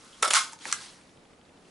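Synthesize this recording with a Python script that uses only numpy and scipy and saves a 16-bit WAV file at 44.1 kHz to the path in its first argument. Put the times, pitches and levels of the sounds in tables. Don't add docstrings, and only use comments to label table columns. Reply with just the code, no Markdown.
import sys
import numpy as np
from scipy import signal
from scipy.io import wavfile
from scipy.ndimage import uniform_filter1d

SR = 44100
rng = np.random.default_rng(int(sys.argv[2]) if len(sys.argv) > 2 else 0)


def voltage_ratio(decibels):
    exponent = np.asarray(decibels, float) / 20
    return 10 ** exponent


def wav_record(signal):
    frames = np.transpose(np.atleast_2d(signal))
    bounded = np.clip(frames, -1, 1)
    quanta = np.round(bounded * 32767).astype(np.int16)
    wavfile.write(sys.argv[1], SR, quanta)


N = 74970

KNOCK_TIMES = [.2272, .2317, .241, .308, .3346, .3362, .3394, .5235, .5325, .6545, .700, .7153, .7262,
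               .7278]
# (peak [dB], crack t60 [s], colour [Hz], colour level [dB], body ring [dB])
KNOCKS = [(-14.5, 0.017, 7300, -7.5, 3), (-14, 0.006, 3100, 4.5, 5), (-28.5, 0.057, 1580, 8.5, -7),
          (-17.5, 0.022, 3280, 5, -9.5), (-10.5, 0.0073, 2430, 0, -9.5), (-18.5, 0.0029, 10500, 18, -19),
          (-18, 0.015, 6700, 10, -1), (-41.5, 0.069, 12000, -1.5, -26), (-34.5, 0.014, 7300, 2, -3),
          (-22.5, 0.0061, 1940, 5, -21), (-46, 0.16, 9900, -21, -14), (-30, .016, 6500, 1, -8),
          (-23, 0.0058, 6400, 17, 5), (-18.5, 0.0095, 4560, -2, 5.5)]
# (start [s], rise [s], t60 [s], level [dB], body ring [dB])
CRUNCHES = [
    (0.2227, 0.0045, 0.077, -19.5, -36),
    (0.243, 0.0063, 0.11, -25.5, 2),
    (0.272, 0.0074, 0.063, -23.5, -6),
    (0.3041, 0.0011, 0.096, -19.5, -16.5),
    (0.308, 0.0023, 0.051, -40, 12.5),
    (0.328, 0.00091, 0.013, -23.5, -5),
    (0.659, 0.022, 0.057, -35, -28),
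    (0.728, 0.002, 0.34, -36.5, -5),
]
# (time [s], peak [dB], t60 [s], resonance [Hz], width [Hz])
TAPS = [(0.0465, -49, 0.035, 6700, 1500), (0.0476, -51.5, .05, 10700, 700), (0.127, -47, 0.095, 3260, 300),
        (0.142, -53, 0.16, 3300, 400), (0.127, -64, .025, 6640, 6000), (.2035, -60, 0.015, 7800, 4000),
        (0.255, -22, 0.026, 3740, 600), (0.275, -25, 0.031, 592, 142), (.306, -26.5, 0.026, 546, 119),
        (0.775, -45, 0.12, 1560, 250), (.88, -48, 0.12, 3740, 1200), (.525, -44.5, 0.18, 906, 50.6),
        (.589, -43.5, 0.034, 6500, 5000), (.606, -47.5, 0.26, 3270, 500), (.6548, -36.5, 0.085, 507, 300),
        (0.6543, -35, 0.048, 900, 250), (0.681, -36, 0.095, 1390, 300), (1.452, -56, 0.04, 4260, 1500)]
# (time [s], level [dB])
RATTLE_LEVEL = [(.341, -40), (.347, -3), (.356, -2), (.37, -4), (.39, -9), (.44, -20.5), (.5, -32.5),
                (.56, -39), (.6, -89)]
# (time [s], level [dB])
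SLIDE_LEVEL = [(0, -75), (.05, -76), (.085, -82), (.14, -82), (.19, -54), (.215, -54), (.58, -56),
               (.61, -46.5), (.645, -38.5), (.72, -33.5), (.78, -40.5), (.825, -37.5), (.92, -47.5),
               (.97, -51.5), (1.1, -60), (1.47, -94), (1.6, -69), (1.7, -55.5)]
# (mode [Hz], level [dB], t60 [s])
PRESSED_MODES = [(524, -1.5, 0.16), (632, -3.5, 0.15), (790, -2, 0.04), (1013, -12, 0.068),
                 (1080, -7.5, 0.082), (1330, 7.5, 0.033), (1329, 18, 0.035), (1455, 12, 0.04),
                 (1533, 3, 0.054), (1775, -2.5, 0.21), (2040, -4, 0.12), (2205, 0.5, 0.12),
                 (3540, 11.5, 0.035), (5620, 13, 0.014)]
# (mode [Hz], level [dB], t60 [s])
FREE_MODES = [(917, 1, 0.091), (1078, 7, 0.085), (1206, -8, 0.099), (1268, 7, 0.11), (1396, 3.5, 0.044),
              (1520, 0.5, 0.11), (1595, 9.5, 0.028), (1875, -18, 0.13), (2138, 0, 0.11), (2340, 2.5, 0.046),
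              (3460, -1, 0.05), (4320, -10, 0.079), (5100, 0.5, 0.05), (6700, -4, 0.032)]
# (mode [Hz], level [dB], t60 [s])
CATCH_MODES = [(1070, -15, 0.08), (1203, -9.5, 0.18), (1388, 0, 0.021), (1437, -6, 0.064),
               (1618, 6.5, 0.043), (2060, -4, 0.066), (3570, -22, 0.016), (4474, 8.5, 0.0099),
               (6100, -5, 0.047), (8010, 10.5, 0.009), (9200, -8, 0.038)]
# (frequency [Hz], density [dB per Hz])
CRACK_TONE = [(120, -36), (200, -28), (503, -10), (1000, -9.5), (1420, -2), (2400, -5.5), (3700, -3.5),
              (11000, -4.5)]
# (frequency [Hz], density [dB per Hz])
RATTLE_TONE = [(400, -39), (650, -22), (900, -11), (1300, 1), (1750, -7), (6400, -7.5), (11000, -13),
               (14000, -41)]
# (frequency [Hz], density [dB per Hz])
SLIDE_TONE = [(350, -47), (600, 4.5), (678, -30), (747, 3), (2850, 2.5), (4360, 5), (11000, -2),
              (14300, -58), (22000, -120)]
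# (frequency [Hz], density [dB per Hz])
HUSH_TONE = [(20, -31), (45, -27), (85, -14), (157, -9.5), (252, -7.5), (295, -6.5), (328, -10.5),
             (385, -9.5), (572, -13), (11000, -34.5), (14300, -75.5), (22000, -120)]
# (frequency [Hz], likeness [0-1])
LIKENESS = [(60, 1), (350, 0.85), (1980, 0.32), (11400, 0.74)]

THROUGH_S, CATCH_S = 0.325, 0.69
PRESSED_LOW_HZ, THROUGH_LOW_HZ, CATCH_LOW_HZ = 381, 700, 1100


def knocks():
    crack, drive = np.zeros(N), np.zeros(N)
    colour_q = 3.0
    noises = rng.standard_normal((len(KNOCKS), 5000))
    for s, knock, noise in zip(KNOCK_TIMES, KNOCKS, noises):
        db, t60, hz, colour_db, ring_db = knock
        puff = burst(noise, db - 4, t60)
        plain = like(coloured(puff, CRACK_TONE), puff)
        colour = like(resonate(puff, hz, hz / colour_q), puff)
        add(crack, s, plain + voltage_ratio(colour_db) * colour)
        blow = voltage_ratio(ring_db + 1) * np.linalg.norm(puff, keepdims=True)
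        add(drive, s, blow)
    return held(crack, drive)


def crunches():
    level, ring = np.zeros(N), np.zeros(N)
    t = np.arange(12000) / SR
    for s, rise, t60, db, ring_db in CRUNCHES:
        decay = voltage_ratio(db - 60 * np.maximum(t - rise, 0) / t60)
        shape = np.minimum(t / rise, 1) * decay
        add(level, s, shape)
        add(ring, s, shape * voltage_ratio(ring_db))
    source = grit(per_s=4500, spread_db=4.7, fizz=0.91)
    return held(coloured(source * level, CRACK_TONE), source * ring)


def held(crack, drive):
    t = np.arange(N) / SR
    pressed, catch = t <= THROUGH_S, t > CATCH_S
    through = ~pressed & ~catch
    states = [(pressed, PRESSED_MODES, PRESSED_LOW_HZ),
              (through, FREE_MODES, THROUGH_LOW_HZ),
              (catch, CATCH_MODES, CATCH_LOW_HZ)]
    return sum(above(crack * during + body(drive * during, modes), low_hz)
               for during, modes, low_hz in states)


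def body(x, modes):
    longest_t60_s = 0.12
    t = np.arange(9000) / SR
    ring = np.zeros(len(t))
    for hz, db, t60 in modes:
        ring += voltage_ratio(db - 60 * t / min(t60, longest_t60_s)) * np.sin(2 * np.pi * hz * t)
    return signal.oaconvolve(x, ring / np.linalg.norm(ring))[:len(x)]


def taps():
    out = np.zeros(N)
    noises = rng.standard_normal((len(TAPS), 9000))
    for (s, db, t60, hz, width_hz), noise in zip(TAPS, noises):
        puff = burst(noise, db - 5.5, t60)
        add(out, s, rung_puff(puff, hz, width_hz))
    return above(out, 216)


def rattle():
    body_db, close_db, spread_db = -3.5, -18.5, -19
    level = curve(RATTLE_LEVEL)
    source = grit(per_s=2200, spread_db=3.2, fizz=0.5) * level
    close = coloured(source, RATTLE_TONE) + voltage_ratio(body_db) * body(source, FREE_MODES)
    spread = wide(RATTLE_TONE, voltage_ratio(spread_db) * level, patchy_db=0.69, swell_db=0.63)
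    return voltage_ratio(close_db) * above(close, THROUGH_LOW_HZ) + spread


def slide():
    close_db, spread_db = -8.5, -11
    level = curve(SLIDE_LEVEL)
    grain = grit(per_s=1100, spread_db=2.8, fizz=1)
    close = coloured(grain * level, SLIDE_TONE)
    spread = wide(SLIDE_TONE, voltage_ratio(spread_db) * level, patchy_db=5.4, swell_db=1.7)
    return voltage_ratio(close_db) * close + spread


def room(x):
    t60_s, length, spacing = 0.11, SR // 2, 20
    starts = np.arange(260, length - spacing, spacing)
    shape = (2, len(starts))
    places = starts + rng.integers(0, spacing, shape)
    echoes = np.zeros((2, length))
    np.put_along_axis(echoes, places, rng.choice([-1.0, 1.0], shape), 1)
    echoes *= voltage_ratio(-60 * np.arange(length) / SR / t60_s)
    return signal.fftconvolve(x[None], echoes / np.linalg.norm(echoes[0]), axes=1)[:, :N]


def ticks():
    start_s, every_s = 0.0533, 0.08
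    db, t60_s, hz, width_hz = -56, 0.02, 3100, 1300
    out = np.zeros(N)
    times = np.arange(start_s, N / SR, every_s)
    for s, noise in zip(times, rng.standard_normal((len(times), 1200))):
        add(out, s, rung_puff(burst(noise, db, t60_s), hz, width_hz))
    return out


def hush():
    return wide(HUSH_TONE, voltage_ratio(-57), patchy_db=0.9, swell_db=0.4)


def wide(tone, level, patchy_db, swell_db):
    frames, hz = N // 128 + 5, np.fft.rfftfreq(512, 1 / SR)
    a, b, c, d, patches = rng.standard_normal((frames, 257, 5)).T
    patches = uniform_filter1d(patches, size=8, axis=0)
    patches = evened(uniform_filter1d(patches, size=10, axis=1))
    swell = evened(uniform_filter1d(rng.standard_normal(frames), size=6))
    same = np.clip(read(LIKENESS, hz), -1, 1)[:, None]
    left, other = a + 1j * b, c + 1j * d
    right = same * left + np.sqrt(1 - same ** 2) * other
    z = np.array([left, right])
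    z *= voltage_ratio(read(tone, hz)[:, None] + patchy_db * patches + swell_db * swell)
    noise = signal.istft(z, nperseg=512, noverlap=384)[1][:, :N]
    return level * evened(noise)


def grit(per_s, spread_db, fizz):
    chance, size, noise = rng.random(N), rng.exponential(1, N), rng.standard_normal(N)
    sizes = voltage_ratio(spread_db * np.minimum(size, 3))
    clicks = (chance < per_s / SR) * np.sign(noise) * sizes
    return evened(evened(clicks) + fizz * noise)


def burst(noise, db, t60):
    blow = 4.3
    shape = voltage_ratio(db - 60 * np.arange(len(noise)) / SR / t60)
    struck = np.append(blow, noise[1:]) * shape
    return like(struck, shape)


def rung_puff(puff, hz, width_hz):
    once = resonate(puff, hz, width_hz)
    return like(resonate(once, hz, 2 * width_hz), puff)


def resonate(x, hz, width_hz):
    t = np.arange(1500) / SR
    ring = np.exp(-np.pi * width_hz * t) * np.sin(2 * np.pi * hz * t)
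    return signal.oaconvolve(x, ring / np.linalg.norm(ring))[:len(x)]


def coloured(x, tone):
    hz = np.abs(np.fft.fftfreq(2048, 1 / SR))
    log_gain = read(tone, hz) * np.log(10) / 20
    response = np.exp(np.conj(signal.hilbert(log_gain)))
    impulse = np.fft.ifft(response).real[:1024]
    return signal.oaconvolve(x, impulse / np.linalg.norm(impulse))[:len(x)]


def above(x, low_hz):
    return signal.sosfilt(signal.butter(6, low_hz, "high", fs=SR, output="sos"), x)


def evened(x):
    return x / np.sqrt(np.mean(x ** 2) + 1e-20)


def like(x, model):
    return x * np.linalg.norm(model) / np.linalg.norm(x)


def read(points, hz):
    f, value = np.transpose(points)
    return np.interp(np.log(hz + 1), np.log(f + 1), value)


def curve(points):
    s, db = np.transpose(points)
    return voltage_ratio(np.interp(np.arange(N) / SR, s, db))


def add(mix, s, sound):
    part = mix[round(s * SR):][:len(sound)]
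    part += sound[:len(part)]


def scene():
    room_db, lean_db = -9, -0.1
    punch = knocks() + crunches() + taps()
    mix = punch + voltage_ratio(room_db) * room(punch)
    mix = mix + rattle() + slide() + ticks() + hush()
    return mix * voltage_ratio(np.array([[lean_db], [-lean_db]]))


def low_pass(x):
    return signal.sosfilt(signal.butter(12, 12010, fs=SR, output="sos"), x)


def record(dry):
    edge = signal.firwin(301, 11050, window=("kaiser", 3.5), fs=SR)
    finished = signal.oaconvolve(dry, edge[None], "same")
    return low_pass(finished)


dry = scene()
out = record(dry)
wav_record(out)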